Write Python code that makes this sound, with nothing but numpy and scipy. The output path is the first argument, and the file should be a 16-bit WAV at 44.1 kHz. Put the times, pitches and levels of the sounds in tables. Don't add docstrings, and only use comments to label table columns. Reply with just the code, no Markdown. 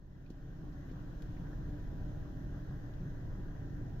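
import sys
import numpy as np
from scipy import signal
from scipy.fft import rfft, irfft
from scipy.io import wavfile
from scipy.ndimage import uniform_filter1d

SR = 44100
rng = np.random.default_rng(int(sys.argv[2]) if len(sys.argv) > 2 else 0)


def file_out(sig):
    cols = np.atleast_2d(sig).T
    lim = np.clip(cols, -1, 1)
    pcm = np.round(lim * 32767).astype(np.int16)
    wavfile.write(sys.argv[1], SR, pcm)


N = 176400

CYCLE_HZ, FIRINGS_PER_CYCLE = 6.21, 6
SPEED_WANDER, WANDER_HZ = 0.0036, 1.38


def amp(db):
    return 10 ** (np.asarray(db) / 20)


def unit(x):
    return x / np.sqrt(np.mean(x ** 2) + 1e-30)


def read(points, hz):
    f, value = np.transpose(points)
    return np.interp(np.log(hz + 1), np.log(f + 1), value)


def envelope(points):
    return amp(np.interp(np.arange(N) / SR, *np.transpose(points)))


def add(mix, start_s, sound):
    part = mix[:, round(start_s * SR):][:, :sound.shape[-1]]
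    part += sound[..., :part.shape[1]]


def drift(rate_hz):
    hz = np.fft.rfftfreq(N, 1 / SR)
    lowpass = np.exp(-(hz / rate_hz) ** 2) * (hz > 0)
    return unit(irfft(rfft(rng.standard_normal(N)) * lowpass, N))


def pair(a, b, correlation):
    c = np.clip(correlation, -1, 1)
    mid, side = a * np.sqrt((1 + c) / 2), b * np.sqrt((1 - c) / 2)
    return np.array([mid + side, mid - side])


def noise_field(density, patch_db):
    # f/Hz, coherence
    coherence = [(40, 0.86), (160, 1), (300, 0.75), (450, 0.75), (600, 0.42), (860, 0.19), (1120, 0.06),
                 (1320, 0), (1480, 0.36), (1720, .78), (2000, .58), (2200, 0.058)]
    # f/Hz, level/dB
    balance = [(250, 0), (400, -2.5), (600, -0.5), (930, -7), (1150, 1), (1470, 2.5), (1800, 3), (2200, 0),
               (2900, 2.5), (4150, -3.5), (5300, 9), (6150, -4.5), (7300, 8), (8500, 1), (10200, 1.5),
               (12500, -0.5)]
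    # f/Hz, phase/rad
    lag = [(480, 0), (750, 0.24), (900, 1.8), (1340, 1.9), (1460, 0.82), (1560, -.4), (1700, -1.56),
           (2000, -1.94)]
    hz = np.fft.rfftfreq(N, 1 / SR)
    cells = signal.stft(rng.standard_normal((2, N)), nperseg=512)[2]
    patches = uniform_filter1d(rng.standard_normal(cells.shape[1:]), size=12, axis=1)
    patches = unit(uniform_filter1d(patches, size=6, axis=0))
    a, b = rfft(signal.istft(cells * amp(patch_db * patches))[1][:, :N])
    side_gain = amp(np.outer([.5, -.5], read(balance, hz)))
    side_phase = np.exp(-1j * np.outer([.5, -.5], read(lag, hz)))
    spectrum = pair(a, b, read(coherence, hz)) * side_gain * side_phase * amp(read(density, hz))
    return irfft(spectrum, N) * np.sqrt(SR / 2)


def engine_throb(cycles):
    # multiple of the cycle rate, level/dB
    orders = [(3, -50), (4, -55.5), (6, -48), (8, -59.5), (12, -58), (15, -66), (18, -54), (20, -56),
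              (21, -60), (22, -55.5), (24, -57.5), (27, -59.5)]
    # t/s, level/dB
    swell = [(0, 0.5), (1.1, -2.5), (1.95, 1.5), (2.5, -1.1), (3.9, 1)]
    waver_db, lag_rad = 1.5, np.array([[0.23], [0]])
    out = np.zeros((2, N))
    for order, db in orders:
        peak = np.sqrt(2) * amp(db + waver_db * drift(WANDER_HZ))
        out += peak * np.sin(2 * np.pi * (order * cycles + rng.random()) - lag_rad)
    return out * envelope(swell)


def engine_drone():
    # f/Hz, width/Hz, level/dB, left-right correlation
    bands = [(226.4, 2.9, -68, -.2), (258.6, 4.8, -63, 0.52), (295, 8.4, -58.5, 0.98),
             (373.6, 6.8, -69, 0.23), (447.6, 5.4, -73.5, 0.54), (595.4, 9.7, -72.5, 0.69),
             (656, 18, -79.5, 0.87), (747, 19, -77, 0.34), (810, 12, -78, 0.99), (977.7, 12, -79.5, 0.5)]
    # t/s, level/dB
    swell = [(0, -3.5), (.65, 3.5), (1.2, -4), (1.6, 1.5), (1.85, 3.5), (2.2, 2.5), (2.55, -0.5), (3.1, 0),
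             (3.95, 2)]
    hz, out = np.fft.rfftfreq(N, 1 / SR), np.zeros((2, N))
    for centre, width, db, correlation in bands:
        lorentzian = 1 / (1 + ((hz - centre) / width * 1.52) ** 2)
        a, b = irfft(rfft(rng.standard_normal((2, N))) * lorentzian, N)
        out += amp(db) * pair(unit(a), unit(b), correlation)
    return out * envelope(swell)


def whine():
    pitch_hz = 915 * (1 + 0.00052 * drift(rate_hz=2.4))
    phase = 2 * np.pi * np.cumsum(pitch_hz) / SR + np.array([[0], [3.16]])
    return np.sqrt(2) * (amp(-78.5) * np.sin(phase) + amp(-83.5) * np.sin(2 * phase))


def rumble(firing):
    # f/Hz, level/dB in a 1 Hz band
    density = [(15, -96.5), (22, -67), (60, -69.5), (100, -69), (135, -68.5), (185, -70), (210, -78),
               (290, -77), (340, -80.5), (430, -89), (650, -96), (1200, -115), (3000, -160)]
    # t/s, level/dB
    swell = [(0, -0.5), (.85, .5), (1.2, -0.3), (2.15, 1.5), (3, -0.6), (3.9, .5)]
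    return noise_field(density, patch_db=1.0) * (1 + 0.2 * firing) * envelope(swell)


def rush(firing):
    # f/Hz, level/dB in a 1 Hz band
    density = [(100, -90.5), (400, -92), (560, -89.5), (760, -94), (870, -99), (1000, -94.5), (1290, -98),
               (1380, -96), (1620, -94), (1850, -97.5), (2000, -100), (2070, -111), (2500, -127),
               (4000, -160)]
    # t/s, level/dB
    swell = [(0, -1.3), (.5, 0.5), (1.6, .3), (2.2, -0.7), (3.2, 0.8), (4, -1)]
    return noise_field(density, patch_db=1.73) * (1 + 0.065 * firing) * envelope(swell)


def hiss():
    # f/Hz, level/dB in a 1 Hz band
    density = [(1500, -114), (2400, -110.5), (3200, -107.3), (3700, -110), (4250, -111), (4600, -114.5),
               (5400, -112.3), (5850, -115.8), (6100, -110.2), (6350, -110), (6750, -118), (7700, -119),
               (9400, -126), (10200, -122), (10750, -127), (11500, -119.3), (14500, -119.8), (16000, -124)]
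    # t/s, level/dB
    swell = [(0, -0.5), (.4, 1.5), (1.1, 0.5), (2.2, 0), (3.9, -0.95)]
    return noise_field(density, patch_db=1) * envelope(swell)


def camera_scrapes():
    # f/Hz, T60/s, level/dB
    modes = [(2470, 0.048, -23), (3050, .035, -24), (4340, .075, -17.5), (5380, .04, -20),
             (6200, .025, -25)]
    # t/s, level/dB, f/Hz, width/octaves, rise/s, decay/s
    touches = [(.259, -63.5, 2450, 0.14, 0.0032, 0.0066), (.262, -70, 4330, .15, .002, .005),
               (.2995, -61, 4200, 0.79, 0.002, 0.012), (.42, -75, 4330, .15, 0.0033, .008),
               (.724, -75, 4330, 0.15, .004, 0.011), (0.881, -69, 2100, .5, .018, .02),
               (.911, -70, 3400, 0.45, 0.0026, 0.011), (1.2205, -60, 3400, 1.0, 0.0016, 0.0055),
               (1.367, -60.5, 1880, 0.2, 0.0019, 0.0085), (1.468, -60, 1490, 0.21, .002, .007),
               (1.527, -59.5, 1660, 0.066, 0.0052, 0.0074), (2.936, -69, 3200, 0.43, .002, .005)]
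    out, t = np.zeros((2, N)), np.arange(8192) / SR
    hz = np.fft.rfftfreq(len(t), 1 / SR)
    ringing = np.zeros(len(t))
    for f, t60, db in modes:
        energy_norm = np.sqrt(4 * np.log(1000) / (t60 * SR))
        ringing += amp(db - 60 * t / t60) * np.cos(2 * np.pi * f * t) * energy_norm
    response = 1 + rfft(ringing)
    for start_s, db, centre, octaves, rise, decay in touches:
        band = 1 / (1 + (np.log2((hz + 1) / centre) / octaves) ** 2)
        friction = unit(irfft(rfft(rng.standard_normal((2, len(t)))) * band))
        burst = np.minimum(t / rise, 1) * np.exp(-np.maximum(t - rise, 0) / decay)
        add(out, start_s, amp(db) * irfft(rfft(friction * burst) * response))
    return out


def camera_bumps():
    # t/s, level/dB, f/Hz
    bumps = [(0.3041, -29.5, 254), (.914, -33.5, 225)]
    out, t = np.zeros((2, N)), np.arange(8192) / SR
    rise_s = 0.0015
    pulse = t / rise_s * np.exp(1 - t / rise_s)
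    for start_s, db, f in bumps:
        add(out, start_s, -amp(db) * pulse * np.sin(2 * np.pi * f * t))
    return out


def scene():
    cycles = np.cumsum(CYCLE_HZ * (1 + SPEED_WANDER * drift(WANDER_HZ))) / SR
    firing = np.cos(2 * np.pi * FIRINGS_PER_CYCLE * cycles)
    tones = engine_throb(cycles) + engine_drone() + whine()
    noise = rumble(firing) + rush(firing) + hiss()
    return tones + noise + camera_scrapes() + camera_bumps()


def record(dry):
    notch_hz, width_hz, depth_db = 8670, 750, -20
    fade_s, fade_from_db, cutoff_hz = 1.25, -10.5, 15850
    hz = np.fft.rfftfreq(N, 1 / SR)
    notch = amp(depth_db * np.exp(-((hz - notch_hz) / width_hz) ** 2))
    heard = irfft(rfft(dry) * notch, N)
    fade = np.interp(np.arange(N) / SR, [0, fade_s], [amp(fade_from_db), 1])
    lowpass = signal.firwin(511, cutoff_hz, window=("kaiser", 9), fs=SR)
    return signal.oaconvolve(heard * fade, lowpass[None], "same")


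dry = scene()
out = record(dry)
file_out(out)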